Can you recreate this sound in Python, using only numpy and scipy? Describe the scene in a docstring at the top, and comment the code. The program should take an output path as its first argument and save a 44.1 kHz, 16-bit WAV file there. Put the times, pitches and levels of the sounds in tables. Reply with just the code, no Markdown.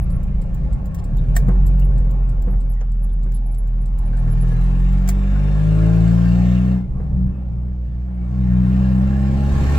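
"""Inside the cab of a four-cylinder truck that coasts into a turn with the indicator on, pulls away,
lifts off for a gear change and pulls again. Sine firing orders boom; shaped noise roars, hisses and drones
through ringing trim and rumbles from the tyres. Loose trim is narrow noise; squeaks are sagging tones;
the relay ticks in noise puffs for the first five seconds; switches and bumps add ringing modes."""
import sys
import numpy as np
from scipy import signal
from scipy.fft import rfft, irfft, next_fast_len
from scipy.io import wavfile
from scipy.ndimage import uniform_filter1d, map_coordinates

SR = 44100
rng = np.random.default_rng(int(sys.argv[2]) if len(sys.argv) > 2 else 0)


def wav_record(signal):
    """Record a signal, one row per channel, as 16-bit PCM in the file named by sys.argv[1]."""
    frames = np.transpose(np.atleast_2d(signal))
    bounded = np.clip(frames, -1, 1)
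    # unit amplitude maps onto the largest positive 16-bit level
    quanta = np.round(bounded * 32767).astype(np.int16)
    wavfile.write(sys.argv[1], SR, quanta)


def rack_gain(trim_db):
    """Turn a fader trim in dB into the linear factor to multiply a signal by."""
    fader = np.asarray(trim_db, float)
    return 10 ** (fader / 20)


N = 431298

# Engine over time. Each row: time in seconds, firing rate in Hz, load in dB re full throttle,
# relative exhaust pulse strength in dB.
DRIVE = [(0, 28.85, -11, 5), (.4, 27.12, -13, 3.5), (.75, 28.21, -13, 1.5), (1.1, 37.5, -12.5, 0.5),
         (1.44, 44.96, -9, -0.5), (1.74, 45.27, -11.5, 3), (2.3, 43.03, -14, 1.5), (2.9, 40.93, -17.5, 3),
         (3.9, 40.4, -15.5, 2), (4.2, 40.12, -8, -1), (4.55, 42.08, -5.5, -3), (5.3, 48.54, -2.5, -2),
         (5.95, 55.23, 1, -0.5), (6.4, 59.64, 0, -1), (6.72, 62.45, -2.2, -3), (6.8, 61.84, -10, -4.5),
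         (6.87, 62.2, -18.5, -0.5), (7, 61.99, -16.5, 0.5), (7.35, 61.47, -16.5, -1),
         (7.8, 60.33, -18.5, 2.5), (8.2, 60.66, -15, 0), (8.35, 61.8, -10.5, 1.5), (8.7, 62.35, -3.5, -2.5),
         (9.3, 67.4, -1.5, -1.5), (9.62, 69.23, 4, -0.5), (9.78, 71.9, 7.5, 1.5)]
# The driveline winds up and rocks the revs. Each row: start in seconds, swing in Hz, rocks per second,
# decay in seconds.
DRIVELINE_ROCKS = [(3.891, 1.58, 4.1, 1.1), (7.278, 3, 2.85, 1.1), (8.302, 1.57, 3.9, 0.3)]
# The boom lurches as the clutch opens and bites. Each row: centre in seconds, change in dB,
# half length in seconds.
CLUTCH_LURCHES = [(6.848, -7, 0.067), (7.219, 3.5, 0.11), (7.334, -9, 0.013), (8.091, -2, 0.11)]
# Firing orders 1-4. Each row: relative level in dB, dB lost per dB of load under the knee,
# extra dB at idle.
MAIN_ORDERS = [(1, 0.7, -2.5), (-1.15, 1.5, -1), (-3, 1.82, 2), (-11.5, 2.2, 4.5)]
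# How exhaust and cab pass the main orders. Each row: frequency in Hz, relative gain in dB.
BOOM_RESPONSE = [(27, -24.5), (33, -35), (38, -16.5), (45, -14.5), (52, -18), (62, -20), (71, -19.5),
                 (80, -31.5), (90, -29.5), (100, -27.5), (110, -19), (125, -20), (136, -21.5), (143, -27.5),
                 (156, -15.5), (172, -14), (192, -14), (205, -21.5), (217, -46.5), (228, -22), (250, -24.5),
                 (285, -33)]
# Weaker orders. Each row: multiple of the firing rate, relative level in dB.
WEAK_ORDERS = [(.5, -19), (1.5, -3), (2.5, -7), (3.5, -15), (4.5, -12.5), (5, 3.5), (5.5, -13.5), (6, 2),
               (7, -2.5), (8, 0), (9, -3), (10, -6), (11, -1), (12, -5)]
# How the cab passes the weaker orders. Each row: frequency in Hz, gain in dB.
CAB_RESPONSE = [(15, -1), (45, 21), (80, -16), (120, -5), (190, 8), (207, -7.5), (225, -23), (280, -16.5),
                (315, -9), (345, -6.5), (390, -15.5), (440, -4), (500, -16), (600, -5.5), (740, -17),
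                (820, 0), (870, -15)]
# Cab standing waves. Each row: frequency in Hz, left over right in dB.
STANDING_WAVES = [(70, -0.7), (110, 1.5), (170, 5.5), (230, -4.5), (400, -2)]

# Noise spectra. Each row: frequency in Hz, relative density in dB per Hz.
ROAR_SPECTRUM = [(600, -30.5), (900, -11), (1150, -3), (1750, -6.5), (2850, -11), (3600, -23.5),
                 (5000, -47.5)]
HISS_SPECTRUM = [(1880, -27.5), (3200, -4.5), (6120, -9), (8260, -10), (9380, -23.5), (11600, -14),
                 (13200, -34), (14100, -16.5), (15800, -22)]
DRONE_SPECTRUM = [(150, -31.5), (210, -5), (250, -1.5), (320, -13), (450, -17), (800, -17), (1150, -27),
                  (1500, -38.5), (3000, -76.5)]
RUMBLE_SPECTRUM = [(12, -37), (20, -7.5), (38, -9), (59, -5), (72, -19), (91, -15.5), (142, -8.5),
                   (239, -29), (300, -41.5), (400, -37.5), (600, -38), (900, -86.5)]
RELAY_CLOSE_SPECTRUM = [(2000, -22.5), (4500, -6.5), (6500, -12), (7300, -1.5), (8800, -0.5),
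                        (10000, -11.5), (15500, -11)]
RELAY_OPEN_SPECTRUM = [(6000, -14.5), (7200, -3.5), (7600, -3.5), (8100, -11.5), (12000, -12.5),
                       (14500, -2), (15800, -9)]
PLASTIC_SPECTRUM = [(400, -26), (750, -18.5), (1100, -16), (1800, 0.5), (2700, -15), (5000, -11),
                    (6300, -6), (7900, -7.5), (9500, -10.5), (15800, -6.5)]
# Stereo noise. Each row: frequency in Hz, left-right likeness from 0 to 1.
LIKENESS = [(60, 1), (180, 0.66), (550, 0.9), (1100, 0.23), (2000, 0.26), (4970, 0.13), (15000, 0.4)]
# Trim panel resonances. Each row: frequency in Hz, rise in dB when fully awake.
PANEL_MODES = [(545, 7), (700, 4.5), (830, 6), (1085, 10), (1205, 4.5), (1375, 6.5), (1580, 7.5),
               (1815, 10.5), (2110, 7.5), (2245, 6.5), (2410, 8.5), (2590, 10.5), (2770, 3)]
# Loose trim. Each row: frequency in Hz, half width in Hz, mean level at full throttle in dB.
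BUZZ_PIECES = [(1700, 48, -53), (2730, 150, -55.5), (3750, 28, -67.5), (4186, 60, -68.5), (1400, 69, -64)]
# Road roughness. Each row: time in seconds, level in dB.
ROUGHNESS = [(0, -0.7), (1.5, 5), (2.2, 2), (2.9, -6.5), (4.3, -4.5), (6.1, -9.5), (6.8, -2), (7.03, 5),
             (7.4, -1), (8.1, -9.5), (8.7, -3), (9.78, 0.5)]
# Thin squeaks. Each row: start in seconds, relative level in dB, starting pitch in Hz.
SQUEAKS = [(0.0214, -42, 11460), (0.1042, -43, 11200), (0.144, -48, 10900), (1.6581, -40.5, 11640),
           (1.7906, -42, 11450), (1.8402, -41.5, 11260), (2.503, -50, 11460), (2.696, -42.5, 11500),
           (3.023, -42, 11230), (3.118, -48, 10940), (3.343, -33.5, 11100), (3.4585, -44.5, 11230),
           (3.508, -45, 11040), (3.5796, -39, 11140), (3.806, -48, 10800), (3.9823, -47, 10860),
           (4.057, -46.5, 10700), (4.1807, -47, 10500), (4.306, -39, 11200), (4.4074, -36, 10850),
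           (4.5096, -47, 10960), (4.6284, -47.5, 10350), (8.1444, -57, 10760)]
# Indicator loudness. Each row: time in seconds, level in dB.
RELAY_LEVELS = [(0, -53.5), (1.2, -48), (2.3, -53), (3, -57), (5, -53)]
# Switch snaps; the two loudest are led by a weaker burst about 12 ms earlier.
# Each row: start in seconds, relative crack level in dB, relative ring level in dB.
SNAPS = [(0.945, -32, -61), (1.352, -34, -51), (1.3634, -14.5, -25), (3.3186, -41, -63),
         (5.0757, -25.5, -43), (5.0878, -16.5, -29.5)]
# What the snaps ring. Each row: frequency in Hz, relative level in dB, 60 dB decay in seconds.
HOUSING_MODES = [(1570, -3, .04), (1810, 0, .05), (2000, -4, .04), (2300, -4, .04), (690, -1, .06),
                 (1150, -8, .04), (7500, -5, .03), (8020, 3, .025)]
# Fits of rattling trim. Each row: start in seconds, length in seconds, level in dB, frequency in Hz,
# half width in Hz.
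RATTLES = [(0.979, 0.02, -53, 4520, 4900), (1.175, 0.03, -57.5, 3710, 120), (1.812, 0.014, -55, 2800, 150),
           (2.761, 0.034, -59.5, 1930, 50), (2.805, 0.0089, -55, 6200, 500),
           (2.806, 0.0089, -55, 2500, 600), (3.33, 0.049, -64, 3970, 2000), (4.127, 0.035, -51, 1570, 150),
           (4.256, 0.058, -55, 1600, 110), (4.425, .17, -48.5, 1700, 12), (3.086, 0.012, -62, 3540, 200),
           (4.52, 0.13, -64, 4050, 40), (5.102, 0.59, -63.5, 3584, 26), (5.33, 0.035, -45, 1550, 250),
           (5.469, 0.029, -51, 2655, 145)]
# Bumps. Each row: start in seconds, relative knock level in dB, relative thump level in dB.
BUMPS = [(1.483, -22, -15), (2.473, -29, -21.5), (2.528, -34, -49), (2.8079, -33, -47), (3.259, -37, -30.5),
         (4.274, -35.5, -34), (4.427, -33, -37), (6.997, -33.5, -26.5), (8.104, -42, -41.5)]
# What the bumps ring. Each row: frequency in Hz, relative level in dB, 60 dB decay in seconds.
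FLOOR_MODES = [(131.86, -1, 0.95), (175, 4, 0.15), (185, -1, 0.43), (369, -10.5, 0.35), (480, -8, 0.14),
               (710, -20.5, 0.043)]
# Arrival at the ports. Each row: frequency in Hz, lead of the left port in radians.
LEFT_LEAD = [(0, 0), (60, .06), (250, .6), (1300, 1.2), (2300, 1.5), (2800, 5.5), (3700, 6.1), (5170, 6.8),
             (5500, 8.3), (7060, 11.7), (16000, 26.7)]

# Engine orders
IDLE_HZ, IDLE_FADE_HZ = 30.5, 2.5  # the idle lope is gone this far above the idle firing rate
IDLE_LOPE_DB, IDLE_LOPE_HZ = 3.5, 241  # at idle the weaker orders below this pitch stand out
EXHAUST_LAG_S = 0.055  # the pipe follows the throttle late
FIRING_WANDER_SHARE = .002
KNEE_DB = -6.5  # load above which the main orders stop growing
BITE_DB_PER_DB = 1  # load per upward lurch
SLACK_WAVER_DB_PER_DB = .2  # extra overtone waver per dB of load under the knee
WEAK_DB, WEAK_DB_PER_DB = -34.5, 0.49  # relative level at full throttle; growth with load
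GROWL_HZ, GROWL_WIDTH_HZ, GROWL_DB = 54.15, 2.1, 6  # firing rate at which the weaker orders swell
# Noises entering the trim, at full throttle; growth per dB of load, and of roughness
ROAR_DB, HISS_DB, HISS_DB_PER_DB, HISS_IDLE_DB = -47.5, -53, 1.275, -86
DRONE_DB, DRONE_DB_PER_DB, DRONE_DB_PER_ROAD_DB = -34.5, 0.69, 0.37
# Panels: load range of waking, lowest wake share allowed, fitfulness of each
PANEL_WAKES_DB, PANEL_LOWEST_SHARE, PANEL_FIT_SHARE = 14, .4, .18
PANEL_HALF_WIDTH_HZ, PANEL_DRIFT_SHARE = 19, .003
BUZZ_DB_PER_DB, BUZZ_FLUTTER_DB, BUZZ_SHAKE_DB = 1.7, 3, 2  # load growth; own flutter; shared flutter
RUMBLE_DB = -26.5  # at 0 dB roughness
RELAY_START_S, RELAY_PERIOD_S, RELAY_ON_S = .1017, .3129, .1295
PORT_SCATTER = .25  # strength of a crack's part that is opposite at the two ports


def unit(x):
    """Scale to rms 1."""
    return x / np.sqrt(np.mean(x ** 2) + 1e-20)


def along(points, hz):
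    """Read (Hz, value) points on a log axis."""
    f, v = np.transpose(points)
    return np.interp(np.log(hz + 1), np.log(f + 1), v)


def curves(rows):
    """One value per sample for each column after the time."""
    s, *cols = np.transpose(rows)
    return [np.interp(np.arange(N) / SR, s, c) for c in cols]


def wobble(rate_hz):
    """A smooth random curve, rate_hz knots a second."""
    knots = rng.standard_normal(int(N * rate_hz / SR) + 4)
    return map_coordinates(knots, [np.arange(N) * rate_hz / SR])


def filtered(x, response):
    """x times a complex response of frequency."""
    m = next_fast_len(N + SR // 2)
    return irfft(rfft(x, m) * response(np.fft.rfftfreq(m, 1 / SR)), m)[..., :N]


def rush(spectrum, patchy_db):
    """Stereo noise of rms 1 with patches of random gain."""
    z = signal.stft(rng.standard_normal((2, N)), nperseg=1024)[2]
    field = rng.standard_normal(z.shape[1:])
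    field = uniform_filter1d(uniform_filter1d(field, 5, 0), 8, 1)
    pair = signal.istft(z * rack_gain(patchy_db * unit(field)), nperseg=1024)[1][:, :N]

    def mid_side(hz):
        turn = np.arccos(np.clip(along(LIKENESS, hz), -1, 1)) / 2
        return rack_gain(along(spectrum, hz)) * [np.cos(turn), np.sin(turn)]

    mid, side = filtered(pair, mid_side)
    return unit(np.array([mid + side, mid - side]))


def bursts(events, spectrum, t60_s, tail_db, tail_t60_s):
    """Coloured noise puffs: a sharp crack and the cab's short answer, a little different at each port."""
    shape, t = np.zeros(N + SR), np.arange(SR // 5) / SR
    for s, db in events:
        crack = (1 - np.exp(-t / (t60_s / 30))) * rack_gain(db - 60 * t / t60_s)
        answer = rack_gain(db + tail_db - 60 * t / tail_t60_s)
        shape[round(s * SR):][:len(t)] += crack + answer
    shared, own = rng.standard_normal((2, N))
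    noise = shared + PORT_SCATTER * own * [[1], [-1]]
    scale = np.sqrt(np.mean(rack_gain(along(spectrum, np.arange(SR // 2))) ** 2))
    return filtered(shape[:N] * noise, lambda hz: rack_gain(along(spectrum, hz))) / scale


def rings(events, modes):
    """Every blow rings the same decaying modes, in chance proportions."""
    out, t = np.zeros(N + SR), np.arange(SR // 3) / SR
    chance_db = rng.standard_normal((len(events), len(modes)))
    for (s, db), spread_db in zip(events, chance_db):
        ring = sum(rack_gain(db + level_db + e_db - 60 * t / t60_s) * np.sin(2 * np.pi * hz * t)
                   for (hz, level_db, t60_s), e_db in zip(modes, spread_db))
        out[round(s * SR):][:len(t)] += ring * (1 - np.exp(-t / 0.0018))
    return out[:N]


def firing_hz():
    """The firing rate, with damped rocking of the revs from each listed start."""
    t = np.arange(N) / SR
    rock = 0
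    for s, swing_hz, rate_hz, decay_s in DRIVELINE_ROCKS:
        decay = (t > s) * np.exp(-np.abs(t - s) / decay_s)
        rock = rock + swing_hz * decay * np.sin(2 * np.pi * rate_hz * (t - s))
    return curves(DRIVE)[0] + rock


def engine():
    """Firing orders boom through exhaust and cab; uneven cylinders add half orders."""
    hz, t = firing_hz(), np.arange(N) / SR
    _, load_db, pulse_db = curves(DRIVE)
    load_db = np.interp(t - EXHAUST_LAG_S, t, load_db)
    lurch_db = sum(db * np.exp(-((t - s) / half_s) ** 4) for s, db, half_s in CLUTCH_LURCHES)
    slack_db = np.minimum(load_db + BITE_DB_PER_DB * np.maximum(lurch_db, 0) - KNEE_DB, 0)
    idling = np.clip(1 - (hz - IDLE_HZ) / IDLE_FADE_HZ, 0, 1)
    phase = 2 * np.pi * np.cumsum(hz * (1 + FIRING_WANDER_SHARE * wobble(12))) / SR
    boom = np.zeros(N)
    for k, (db, loses, idle_db) in enumerate(MAIN_ORDERS):
        order_db = pulse_db + lurch_db + db + loses * slack_db + idle_db * idling
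        passed_db = along(BOOM_RESPONSE, (k + 1) * hz) + 5.0
        waver_db = (0.6 - SLACK_WAVER_DB_PER_DB * slack_db * min(k, 1)) * wobble(13)
        boom += rack_gain(order_db + passed_db + waver_db) * np.sin((k + 1) * phase + 0.92 * k)
    growl_db = GROWL_DB * np.exp(-((hz - GROWL_HZ) / GROWL_WIDTH_HZ) ** 2)
    weak_db = WEAK_DB + WEAK_DB_PER_DB * load_db + growl_db + lurch_db
    for k, db in WEAK_ORDERS:
        high = np.clip((k * hz - 230) / 60, 0, 1) * np.clip((k - 5) / 3, 0, 1)
        fade_db = .55 * np.minimum(load_db, 0) * high  # high orders fade off throttle
        lope_db = IDLE_LOPE_DB * idling * (k * IDLE_HZ < IDLE_LOPE_HZ)
        order_db = weak_db + lope_db + db + fade_db + along(CAB_RESPONSE, k * hz) + 1.5 * wobble(6.5)
        boom += rack_gain(order_db) * np.sin(k * phase + .02 * k * wobble(10) + k * k)
    return filtered(boom, lambda f: rack_gain(along(STANDING_WAVES, f) / 2 * np.array([[1], [-1]])))


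def combed(x):
    """The cab's dense echoes colour a noise at fixed, close pitches."""
    t = np.arange(SR // 8) / SR
    echoes = unit(rng.standard_normal(len(t)) * rack_gain(-60 * t / .2)) * rack_gain(-10) / np.sqrt(len(t))
    echoes[0] = 1  # direct sound
    return signal.fftconvolve(x, echoes[None], axes=1)[:, :N]


def intake():
    """Intake roar and hiss grow with load, pulsing at the firing rate and half of it."""
    load_db = curves(DRIVE)[1]
    phase = 2 * np.pi * np.cumsum(firing_hz()) / SR
    puffs = 1 + 0.12 * np.cos(phase) + 0.13 * np.cos(phase / 2)
    roar = rack_gain(ROAR_DB + load_db + 0.25 * wobble(2.4)) * rush(ROAR_SPECTRUM, patchy_db=2.2)
    hiss_gain = rack_gain(HISS_DB + HISS_DB_PER_DB * load_db) + rack_gain(HISS_IDLE_DB)
    hiss = hiss_gain * rack_gain(0.61 * wobble(5.4)) * rush(HISS_SPECTRUM, patchy_db=2.5)
    return combed(puffs * (roar + hiss))


def drone():
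    """The body drones: noise that grows with load and road roughness."""
    drive_db = DRONE_DB_PER_DB * curves(DRIVE)[1] + DRONE_DB_PER_ROAD_DB * curves(ROUGHNESS)[0]
    return rack_gain(DRONE_DB + drive_db + 0.95 * wobble(12.0)) * rush(DRONE_SPECTRUM, patchy_db=1.85)


def panels(x):
    """Noise sets the trim panels singing, each fitfully, and less at the lightest loads."""
    f, t, z = signal.stft(x, SR, nperseg=4096)
    at = np.minimum((t * SR).astype(int), N - 1)
    awake = np.clip(2 + curves(DRIVE)[1][at] / PANEL_WAKES_DB, PANEL_LOWEST_SHARE, 1)
    gain = 1
    for hz, db in PANEL_MODES:
        fit = np.clip(1 + PANEL_FIT_SHARE * wobble(4)[at], 0, 2)
        centre_hz = hz * (1 + PANEL_DRIFT_SHARE * wobble(3.2)[at])
        peak = 1 / (1 + ((f[:, None] - centre_hz) / PANEL_HALF_WIDTH_HZ) ** 2)
        gain = gain + (rack_gain(db * awake * fit) - 1) * peak
    return signal.istft(z * gain, SR, nperseg=4096)[1][:, :N]


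def buzz():
    """Loose trim buzzes in fits under load, each piece a narrow noise at its own pitch."""
    load_db = curves(DRIVE)[1]
    shake_db = BUZZ_SHAKE_DB * wobble(25)
    out = np.zeros(N)
    for hz, width_hz, db in BUZZ_PIECES:
        level_db = db + BUZZ_DB_PER_DB * np.minimum(load_db, 0) + shake_db
        flutter_db = BUZZ_FLUTTER_DB * wobble(22) + 2.0 * wobble(1.4)
        piece = filtered(rng.standard_normal(N), lambda f: 1 / (1 + ((f - hz) / width_hz) ** 2))
        out += rack_gain(level_db + flutter_db) * unit(piece)
    return out


def road():
    """Tyres rumble: low noise that follows the road's roughness."""
    lumps = rack_gain(1.6 * wobble(9))
    return rack_gain(RUMBLE_DB + curves(ROUGHNESS)[0]) * lumps * rush(RUMBLE_SPECTRUM, patchy_db=2.5)


def squeaks():
    """Stick-slip: narrow tones that stutter and sag."""
    out, t = np.zeros(N + SR), np.arange(SR // 8) / SR
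    flutter, drift = wobble(110), wobble(280)
    held = np.clip(t / 0.0037, 0, 1) * rack_gain(-60 * np.clip(t - .025, 0, None) / 0.02)
    for s, db, hz in SQUEAKS:
        at = round(s * SR)
        pitch_hz = hz - 9000 * (hz / 11000) ** 2 * t + 110 * drift[at:][:len(t)]
        stutter = 0.35 + 0.17 * flutter[at:][:len(t)]
        tone = np.sin(2 * np.pi * np.cumsum(pitch_hz) / SR)
        out[at:][:len(t)] += rack_gain(db - 1) * held * stutter * tone
    return out[:N]


def indicator():
    """The relay's clicks on closing and on opening differ in colour."""
    s = RELAY_START_S + RELAY_PERIOD_S * np.arange(16)
    db = np.interp(s, *np.transpose(RELAY_LEVELS)) + 1.5 * rng.standard_normal((len(s), 2)).T
    closing = bursts(zip(s, db[0]), RELAY_CLOSE_SPECTRUM, 0.045, -5.0, 0.13)
    opening = bursts(zip(s + RELAY_ON_S, db[1] + 0.5), RELAY_OPEN_SPECTRUM, 0.023, -1.5, 0.089)
    return closing + opening


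def snaps():
    """Switch snaps: noise cracks over the ringing modes of the housing."""
    crack = bursts([row[:2] for row in SNAPS], PLASTIC_SPECTRUM, 0.046, -11.5, 0.12)
    return rack_gain(-7.0) * crack + rack_gain(2.5) * rings([row[::2] for row in SNAPS], HOUSING_MODES)


def rattles():
    """Each fit of rattling trim is a resonant, stuttering noise."""
    out, stutter = np.zeros(N), rack_gain(1.8 * wobble(90) + 1.2 * wobble(18))
    t = np.arange(SR) / SR
    f = np.fft.rfftfreq(len(t), 1 / SR)
    for s, length_s, db, hz, width_hz in RATTLES:
        resonance = 1 / (1 + ((f - hz) / width_hz) ** 2)
        noise = unit(irfft(rfft(rng.standard_normal(len(t))) * resonance, len(t)))
        fall = rack_gain(db - 60 * np.clip(t - length_s, 0, None) / 0.055)
        out[round(s * SR):][:len(t)] += fall * np.clip(t / 0.0084, 0, 1) * noise
    return out * stutter


def bumps():
    """Bumps knock the trim (noise) and thump the floor (modes)."""
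    knock_spectrum = [(200, -30), (380, 0), (520, -1), (800, -8), (2000, -19), (4000, -45)]  # Hz, dB per Hz
    knock = bursts([row[:2] for row in BUMPS], knock_spectrum, .14, -14, .25)
    return rack_gain(-6.5) * knock + rack_gain(-2.5) * rings([row[::2] for row in BUMPS], FLOOR_MODES)


def scene():
    """Everything heard in the cab."""
    through_trim = panels(intake() + drone())
    steady = engine() + through_trim + buzz() + road()
    return steady + squeaks() + indicator() + snaps() + rattles() + bumps()


def roll_off(x):
    """The treble ends steeply here."""
    return signal.sosfilt(signal.butter(12, 16510, fs=SR, output="sos"), x)


def record(dry):
    """Sound reaches the left port first; the band ends at 15830 Hz."""
    def ports(f):
        lead_rad = np.interp(f, *np.transpose(LEFT_LEAD))
        return (f < 15830) * np.exp(.5j * lead_rad * np.array([[1], [-1]]))

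    return roll_off(filtered(dry, ports))


dry = scene()
out = record(dry)
wav_record(out)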